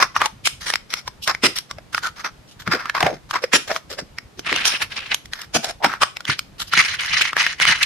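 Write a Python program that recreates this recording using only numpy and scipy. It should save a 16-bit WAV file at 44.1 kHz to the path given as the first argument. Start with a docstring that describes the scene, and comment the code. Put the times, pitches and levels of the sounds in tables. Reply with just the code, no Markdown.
"""Hands with long hard nails turn a small plastic cup, lay a lid on a lunch box and snap its catches shut.
Each touch is a short noise push that makes a plastic wall ring and crack; sliding is a run of tiny pushes.
A tub of dry pellets is tilted, loses its lid and is dug into with a spoon: many small clicks and pitched ticks.
A bag crinkles in sharp ticks and boxes bump dully, heard close up in stereo.
A small quiet room adds short reflections, faint hiss and a low rumble."""
import sys
import numpy as np
from scipy import signal
from scipy.fft import rfft, irfft
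from scipy.io import wavfile

SR = 44100
rng = np.random.default_rng(int(sys.argv[2]) if len(sys.argv) > 2 else 0)


def waveform_to_disk(signal):
    """Save audio, clipped to [-1, 1], as 16-bit WAV at the path in sys.argv[1]."""
    frames = np.transpose(np.atleast_2d(signal))
    scaled = np.clip(frames, -1, 1) * 32767
    samples = np.round(scaled).astype(np.int16)
    wavfile.write(sys.argv[1], SR, samples)


N = 346185
TIME = np.arange(N) / SR   # the moment of every sample, in seconds


# nails, rims and spoon knocking on plastic, levels relative:
# (time [s], wall level [dB], wall pitch [Hz], crack level [dB])
KNOCKS = [(0.025, -20, 1145, -16), (0.164, -9.5, 1150, -54), (0.2167, -9, 1120, -41),
          (0.258, -14.5, 895, -15.5), (0.473, -17, 1810, -26), (0.7019, -20, 1680, -19),
          (0.738, -15.5, 2160, -19), (0.7567, -16.5, 2100, -19), (0.9387, -17, 2140, -19.5),
          (1.0773, -24, 1000, -25), (1.2757, -23.5, 1120, -15.5), (1.349, -20, 2040, -30),
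          (1.565, -35, 2000, -28), (1.586, -28.5, 2180, -19), (1.7116, -27, 1170, -27),
          (1.784, -32, 630, -44), (1.947, -14, 1430, -22), (1.979, -17, 1270, -28),
          (2.676, -18.5, 1430, -29), (2.857, -23.5, 1280, -44), (2.8972, -15.5, 1660, -28),
          (3.006, -15.5, 1080, -19.5), (3.028, -9.5, 793, -33), (3.0658, -12, 624, -26),
          (3.31, -21, 1150, -24), (3.342, -26, 1090, -39), (3.439, -13, 498, -21.5),
          (3.5354, -10, 1730, -25), (3.715, -19.5, 660, -25), (3.7624, -18.5, 1120, -23.5),
          (3.988, -24, 535, -54), (4.185, -24.5, 1880, -29.5), (4.3933, -28, 360, -27.5),
          (4.5274, -13, 1880, -23), (4.562, -20.5, 3000, -21), (4.654, -13, 2540, -15),
          (5.145, -19.5, 2460, -13.5), (5.257, -40, 1980, -37.5), (5.3342, -24, 1700, -23.5),
          (5.417, -37, 1670, -29), (5.644, -21, 704, -18.5), (5.845, -5, 893, -18),
          (5.9378, -21, 1340, -50), (6.033, -8.5, 1200, -15), (6.169, -24, 2160, -29),
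          (6.206, -31.5, 1320, -34), (6.253, -26.5, 3030, -34), (6.298, -15.5, 1430, -35),
          (6.3923, -21, 2400, -19), (6.7358, -10.5, 1360, -18), (6.8492, -24, 2350, -26.5),
          (7.061, -37, 1980, -27), (7.2115, -16.5, 1360, -24), (7.254, -21, 2040, -34),
          (7.3315, -20, 1370, -32), (7.367, -12, 1660, -25), (7.3783, -22, 1670, -28),
          (7.419, -20, 1960, -25), (7.4655, -11.5, 1860, -26), (7.6004, -15.5, 1900, -45),
          (7.653, -10, 2210, -29), (7.696, -21, 1650, -29)]


def taps(colours, swell_db=-18, swell_contacts=5.7, tail_db=-19, tail_contacts=5, blow_db=13):
    """A soft noise swell, a hard noisy blow and a faint fading tail; high-pitched spots get shorter contacts."""
    out = np.zeros((2, N))
    t = TIME[TIME < .1] - .02   # the blow lands at zero, after 20 ms of soft swell
    blow = from_db(blow_db) * (abs(t) == abs(t).min())
    for start, wall_db, hz, crack_db in KNOCKS:
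        contact_s = min(2.4 / hz, .003)
        age = abs(t) / contact_s   # counted in contact lengths
        swell = from_db(swell_db) * np.exp(-age / swell_contacts)
        tail = from_db(tail_db) * np.exp(-age / tail_contacts)
        force = np.where(t < 0, swell, np.exp(-age) + tail)
        push = force * rng.standard_normal((2, len(t)))
        knock = plastic(push, hz, 0.0046, wall_db, crack_db, ring_db=4.5, damping=.16,
                        colours=colours, blow=blow)
        add(out, start + t[0], knock)
    return out


# tone colour of the plastic wall: (frequency [Hz], relative level [dB])
WALL_COLOUR = [(60, -21.5), (300, -11), (700, -9), (1400, 5), (2500, 0), (3600, -6), (8000, -47)]
# tone colour of the bright crack: (frequency [Hz], relative level [dB])
CRACK_COLOUR = [(1800, -16), (2900, 15.5), (5500, 6.5), (7500, -6.5), (9500, -5), (12800, -4.5),
                (14500, -49)]


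def plastic_colours():
    """The wall and the crack each favour some frequencies, which a filter imitates."""
    return response(WALL_COLOUR), response(CRACK_COLOUR)


def plastic(push, hz, seconds, wall_db, crack_db, ring_db, damping, colours, blow=0,
            overtone_db=-0.5, overtone_width_hz=110, edge_hz=11000, db_per_octave=16):
    """A thin wall answers a push with one damped ring, a broad body tone and a bright crack."""
    wall, crack = colours
    near = stereo(push, 0.57)   # long waves reach both sides partly alike
    ring = lasting(resonate(near + blow, hz, hz * damping), seconds)
    body = lasting(through(near + blow, wall), seconds)
    low = lasting(from_db(ring_db) * ring + body, seconds)

    # every point of contact wakes its own handful of high rings, heard in step or out of step
    overtones = 0
    for pitch in rng.uniform(5000, 12500, 12):
        spot = stereo(push, rng.uniform(-1.5, 1))
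        overtones = overtones + resonate(spot, pitch, overtone_width_hz)
    scatter = rms_one(stereo(push, 0))
    high = through(scatter + from_db(overtone_db) * rms_one(overtones), crack)

    # a hard contact, with much crack for its wall tone, also reaches higher than a soft one
    edge = edge_hz * 2 ** ((crack_db - wall_db) / db_per_octave)
    edge = np.clip(edge, SR / 9, SR / 2.3)
    low_pass = signal.butter(2, edge, fs=SR, output="sos")
    high = lasting(signal.sosfilt(low_pass, high), seconds)
    return from_db(wall_db) * low + from_db(crack_db) * high


def wall_hz(s):
    """The grip tunes the wall, so a slide rings at the pitch of the knock nearest to it in time."""
    return min(KNOCKS, key=lambda knock: abs(knock[0] - s))[2]


def slides(rows, colours, rise_s, fall_s, per_s, spread_db, ring_db, damping):
    """Plastic sticks and slips: a run of tiny contacts that swells, holds and dies away."""
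    out = np.zeros((2, N))
    for start, length, wall_db, crack_db in rows:
        begin = max(0, start - .025)   # leave room for the swell
        hz = wall_hz(start + length / 2)
        t = TIME[TIME < .25] + begin - start
        pressure = np.exp(np.minimum(t, 0) / rise_s - np.maximum(t - length, 0) / fall_s)
        push = pressure * grains(len(t), per_s, spread_db, grain_s=0.0057)
        seconds = length + (rise_s + fall_s) / 2
        add(out, begin, plastic(push, hz, seconds, wall_db, crack_db, ring_db, damping, colours))
    return out


# fingers and lids sliding over plastic, levels relative:
# (time [s], length [s], wall level [dB], scratch level [dB])
RUBBINGS = [(0.002, 0.028, -12.5, -19.5), (0.155, 0.028, -31.5, -31.5), (0.205, 0.04, -23.5, -32),
            (0.612, 0.035, -39.5, -36.5), (0.665, 0.052, -30, -28), (0.903, 0.093, -39, -36),
            (1.228, 0.018, -65, -30.5), (1.278, 0.027, -18.5, -23), (1.562, 0.024, -33.5, -27),
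            (1.93, 0.059, -42, -36.5), (2.03, 0.044, -30.5, -31.5), (2.168, 0.038, -38, -41.5),
            (2.247, 0.017, -24, -30.5), (2.48, 0.05, -68, -51), (2.602, 0.01, -40.5, -39),
            (2.665, 0.21, -33.5, -44), (2.716, 0.033, -18.5, -24.5), (2.95, 0.028, -21, -31.5),
            (3.005, 0.073, -23.5, -33.5), (3.085, 0.074, -39.5, -44.5), (3.34, 0.026, -20, -30),
            (3.425, 0.008, -38, -35.5), (3.678, 0.092, -35.5, -35), (3.701, 0.01, -22, -32.5),
            (3.902, 0.035, -36.5, -34.5), (3.984, 0.018, -32, -32), (4.658, 0.024, -26, -17.5),
            (4.82, 0.0066, -28, -24.5), (5.325, 0.12, -41, -42.5), (5.635, 0.076, -32, -32.5),
            (5.865, 0.094, -30, -41.5), (6.602, 0.016, -32, -25.5), (6.675, 0.012, -54, -39.5)]


def rubs(colours):
    """A sliding finger or lid catches and lets go in a loose run of tiny contacts."""
    return slides(RUBBINGS, colours, rise_s=0.0041, fall_s=0.011, per_s=730, spread_db=3.5,
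                  ring_db=0.5, damping=0.22)


# a lid or catch forced over its bead, levels relative:
# (time [s], length [s], wall level [dB], crack level [dB])
CLOSINGS = [(0.457, 0.018, -33, -15), (1.437, 0.031, -15.5, -13.5), (3.535, 0.033, -14, -12.5),
            (5.548, 0.023, -17.5, -16), (5.842, 0.024, -18.5, -24), (6.019, 0.017, -13.5, -17.5)]
# tone colour of a sharp snap, shared with the bag: (frequency [Hz], relative level [dB])
SNAP_COLOUR = [(1100, -16.5), (2300, 13), (7000, -2), (12800, -12.5), (14500, -53)]


def snaps():
    """A lid or catch forced over its bead is a short, very dense run of contacts with a sharp crack."""
    colours = response(WALL_COLOUR), response(SNAP_COLOUR)
    return slides(CLOSINGS, colours, rise_s=0.0047, fall_s=0.0026, per_s=9600, spread_db=4.5,
                  ring_db=-1, damping=0.18)


# high rings of the tub under a skidding nail: (frequency [Hz], width [Hz], relative level [dB])
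NAIL_RINGS = [(5370, 330, -20.5), (9000, 230, -28.5)]
SKID_S, SKID_FADE_DB_PER_S = 4.656, 171


def skid():
    """Fast slips of a nail down the tub, made of noise, ring its high pitches and fade away."""
    slips = rng.standard_normal((2, N))
    rings = sum(from_db(db) * rms_one(resonate(slips, hz, width)) for hz, width, db in NAIL_RINGS)
    fade = from_db(-SKID_FADE_DB_PER_S * abs(TIME - SKID_S))
    return (TIME > SKID_S) * fade * rings


# dragged plastic groaning at a gliding pitch:
# (time [s], length [s], first pitch [Hz], last pitch [Hz], relative level [dB])
DRAGS = [(2.028, 0.063, 1497, 1347, -27), (3.023, 0.13, 900, 482, -28), (5.799, 0.08, 754, 995, -33)]


def groans(width_hz=140):
    """Friction is slow noise that shakes the strength of one tone, gliding as the plastic bends."""
    out = np.zeros((2, N))
    low_pass = signal.butter(2, width_hz, fs=SR, output="sos")
    for start, length, first_hz, last_hz, db in DRAGS:
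        t = TIME[TIME < length]
        phase = 2 * np.pi * np.cumsum(np.geomspace(first_hz, last_hz, len(t))) / SR
        grip = signal.sosfilt(low_pass, stereo(rng.standard_normal((2, len(t))), 0.41))
        swell = np.sin(np.pi * t / length)
        add(out, start, from_db(db) * rms_one(grip * swell * np.sin(phase)))
    return out


# tone colour of the pellets under the lid: (frequency [Hz], relative level [dB])
SHUT_COLOUR = [(88, -24), (150, -9), (574, -12.5), (2610, 0.5), (5450, -13.5), (7810, -27.5), (9260, -25.5),
               (13800, -45)]
# tone colour of the pellets in the open: (frequency [Hz], relative level [dB])
OPEN_COLOUR = [(88, -59.5), (150, -6), (255, -34), (620, -24.5), (2040, -1.5), (3330, -10.5), (6340, -16),
               (7810, -32.5), (8910, -24.5), (13800, -47.5)]
# rings of the open pellet tub: (frequency [Hz], width [Hz], relative level [dB])
TUB_RINGS = [(2933, 7.3, -14.5), (4020, 21, -16.5)]
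LID_OFF_S = 5.7


def pellets(per_s=110, width_share=0.25, patchy_db=3.0, clump_db=2.0):
    """Dry pellets collide with each other and the tub, first under the lid and then in the open."""
    # hard collisions are broad clicks; lighter ones each tick at a pitch of their own
    hits = from_db(-6.0) * rms_one(stereo(grains(N, per_s=300, spread_db=3.5, grain_s=0.0014), 0.94))
    for hz in np.geomspace(500, 12500, num=12):
        alike = 0.43 * (hz < 2400)   # the high ticks are unrelated between left and right
        ticks = stereo(grains(N, per_s, spread_db=1.5, grain_s=0.01), alike)
        ticks = rms_one(ticks * from_db(patchy_db * drift(30)))
        width = hz * width_share
        hits = hits + np.pi * width / SR * resonate(ticks, hz, width)
    hits = hits * from_db(clump_db * drift(140))   # pellets fall in clumps

    shut = rms_one(through(hits, response(SHUT_COLOUR)))
    opened = rms_one(through(hits, response(OPEN_COLOUR)))
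    tub = sum(from_db(db) * rms_one(resonate(hits, hz, width)) for hz, width, db in TUB_RINGS)
    crunch = np.where(TIME < LID_OFF_S, shut, rms_one(opened + tub))   # the lid mutes the tub
    return from_db(-0.5) * tumble() * crunch


# a tilt, a jolt or a push of the spoon moves the pellets: (time [s], length [s], relative level [dB])
PUSHES = [(4.464, 0.3, -21), (4.518, 0.006, -29), (4.813, 0.014, -21), (4.921, 0.0072, -28),
          (4.966, 0.021, -26.5), (5.007, 0.068, -34), (5.117, 0.0083, -19.5), (6.284, 0.04, -20),
          (6.732, 0.22, -21.5), (6.775, 0.034, -11), (6.997, 0.12, -24), (7.129, 0.16, -20),
          (7.175, 0.011, -19), (7.383, 0.033, -15.5), (7.431, 0.097, -25), (7.618, 0.0037, -8.5),
          (7.679, 0.041, -11), (7.735, 0.15, -25.5), (7.818, 0.0054, -15)]
# the heap gives way quickly, weakens and stops; a few pellets go on settling
GIVE_S, SAG_DB_PER_S, STOP_S, SETTLE_S, SETTLE_DB = 0.0087, 12, 0.014, 0.012, -21


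def tumble():
    """How hard the pellets move: each shove swells, sags and stops, then the heap settles."""
    power = np.zeros(N)
    for start, length, db in PUSHES:
        before = np.maximum(start - TIME, 0)
        during = np.clip(TIME - start, 0, length)
        after = np.maximum(TIME - start - length, 0)
        settling = from_db(SETTLE_DB) * np.exp(-after / SETTLE_S)
        release = np.maximum(np.exp(-after / STOP_S), settling)
        power += (from_db(db - SAG_DB_PER_S * during) * np.exp(-before / GIVE_S) * release) ** 2
    return np.sqrt(power)


# a thin bag crinkling in the other hand: (time [s], length [s], relative level [dB])
BAG_MOVES = [(7.009, 0.0075, -26.5), (7.216, 0.006, -14), (7.428, 0.0058, -26), (7.831, 0.0031, -11)]


def bag(edge_s=0.0032):
    """Creases in the film flip over in short runs of sharp ticks."""
    flex = 0
    for start, length, db in BAG_MOVES:
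        outside = np.maximum(abs(TIME - start - length / 2) - length / 2, 0)
        flex = flex + from_db(db) * np.exp(-outside / edge_s)
    ticks = grains(N, per_s=1500, spread_db=0.5, grain_s=0.00041)
    return flex * rms_one(through(ticks, response(SNAP_COLOUR)))


# dull bumps of a box against hand or table: (time [s], relative level [dB], pitch [Hz])
BOX_BUMPS = [(1.435, -16.5, 330), (2.673, -23, 150), (2.734, -21.5, 460), (3.033, -22, 148),
             (3.124, -32, 147), (3.536, -19.5, 346), (4.019, -36, 182), (4.516, -26, 343), (5.55, -22, 210),
             (5.843, -24, 212), (6.288, -24, 114), (6.774, -29, 133), (7.686, -31, 129)]


def bumps(decay_s=0.021, rise_s=0.00032, damping=0.71):
    """A soft push sets the whole box and the table top thudding."""
    out, t = np.zeros((2, N)), TIME[TIME < .15]
    shape = (1 - np.exp(-t / rise_s)) * np.exp(-t / decay_s)
    soft = signal.butter(2, 480, fs=SR, output="sos")
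    for start, db, hz in BOX_BUMPS:
        noise = stereo(rng.standard_normal((2, len(t))), 0.83)
        push = signal.sosfilt(soft, shape * noise)
        thud = lasting(resonate(push, hz, hz * damping), 0.072)
        add(out, start, from_db(db - 8.0) * thud)
    return out


def skin(colours):
    """Fingertips keep shifting faintly on the plastic, at random moments."""
    wall, crack = colours
    shifts = stereo(grains(N, per_s=9.3, spread_db=12.0, grain_s=0.084), 0.14)
    return rms_one(through(shifts, wall + crack / 2))


def room(x, t60=0.26, delay_s=0.0015):
    """Dense reflections from table and walls, different on each side, fall by 60 dB in t60 seconds."""
    t = TIME[TIME < .5]
    tail = rng.standard_normal((2, len(t))) * from_db(-60 * t / t60) * (t > delay_s)
    tail = signal.sosfilt(signal.butter(1, 600, "high", fs=SR, output="sos"), tail)
    return through(x, lasting(tail, 1 / SR))


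# tone colour of the room hiss: (frequency [Hz], relative level [dB])
AIR_COLOUR = [(25, -29.5), (125, -3.5), (370, -12), (4500, -25.5), (13800, -38)]


def air():
    """Faint room hiss of filtered noise and a low rumble that swells and sinks."""
    hiss = rms_one(through(stereo(rng.standard_normal((2, N)), 0.17), response(AIR_COLOUR)))
    swells = stereo(grains(N, per_s=20, spread_db=-3.5, grain_s=0.034), 1.0)
    band = signal.butter(2, [28, 130], "band", fs=SR, output="sos")
    rumble = rms_one(signal.sosfilt(band, swells))
    return from_db(-51.5) * hiss + from_db(-52) * rumble


def from_db(db):
    """Turn decibels into a plain multiplier."""
    return 10 ** (np.asarray(db) / 20)


def rms_one(x):
    """Scale a sound to an average power of one."""
    return x / np.sqrt(np.mean(x ** 2) + 1e-20)


def lasting(x, seconds):
    """Give a burst the energy of a unit-power sound of this length."""
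    return rms_one(x) * np.sqrt(seconds * SR / x.shape[-1])


def add(out, start, x):
    """Mix a stereo burst in at its start time."""
    i = max(0, int(start * SR))
    out[:, i:i + x.shape[1]] += x[:, :N - i]


def response(points, size=4096):
    """Turn a tone colour into a filter that reacts as early as it can (minimum phase)."""
    hz, db = np.transpose(points)
    bins = np.maximum(np.fft.rfftfreq(size, 1 / SR), 1)
    level_db = np.interp(np.log(bins), np.log(hz), db)
    cepstrum = irfft(np.log(from_db(level_db)))
    # fold the second half onto the first, so that nothing sounds before the push
    cepstrum[1:size // 2] *= 2
    cepstrum[size // 2 + 1:] = 0
    return irfft(np.exp(rfft(cepstrum)))[None, :size // 2]


def through(x, impulse):
    """Send both channels through a filter, keeping the length."""
    return signal.fftconvolve(x, impulse, axes=1)[:, :x.shape[1]]


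def resonate(x, hz, width):
    """One damped ring: the wider its band in Hz, the faster it dies."""
    r = np.exp(-np.pi * width / SR)
    return signal.lfilter([1, 0, -1], [1, -2 * r * np.cos(2 * np.pi * hz / SR), r * r], x + 1e-18)


def stereo(pair, alike):
    """Two unrelated signals become left and right with the given likeness, from -1 to 1."""
    alike = np.clip(alike, -1, 1)
    middle = np.sqrt((1 + alike) / 2) * pair[0]
    side = np.sqrt((1 - alike) / 2) * pair[1]
    return middle + side * [[1], [-1]]


def grains(n, per_s, spread_db, grain_s):
    """Tiny contacts at random moments, of uneven force, each a short spray of noise."""
    strength_db = spread_db * np.minimum(rng.exponential(1, n), 3.5)
    force = (rng.random(n) < per_s / SR) * from_db(strength_db)
    power = signal.lfilter([1], [1, -np.exp(-2 / (grain_s * SR))], force ** 2 + 1e-9)
    return np.sqrt(power) * rng.standard_normal((2, n))


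def drift(per_s):
    """Random wander in straight lines between per_s new values a second."""
    return np.interp(TIME * per_s, np.arange(N), rng.standard_normal(N))


def scene():
    """Handling sounds close by, their reflections and the still air of the room."""
    colours = plastic_colours()
    knocks = from_db(0.21) * taps(colours)
    rubbing = from_db(0.46) * rubs(colours) + skid() + groans()
    snapping = from_db(-0.4) * snaps()
    food = pellets() + bag()
    reflections = room(from_db(-17.5) * (knocks + rubbing + food) + from_db(-11.0) * snapping)
    close = knocks + rubbing + snapping + food + bumps()
    return close + reflections + from_db(-60.5) * skin(colours) + air()


def record(dry):
    """The loudest peaks are rounded and everything above 14.6 kHz is cut."""
    rounded = 1.186 * np.tanh(dry / 1.018)
    return signal.sosfilt(signal.cheby2(16, 60, 14600, fs=SR, output="sos"), rounded)


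dry = scene()
out = record(dry)
waveform_to_disk(out)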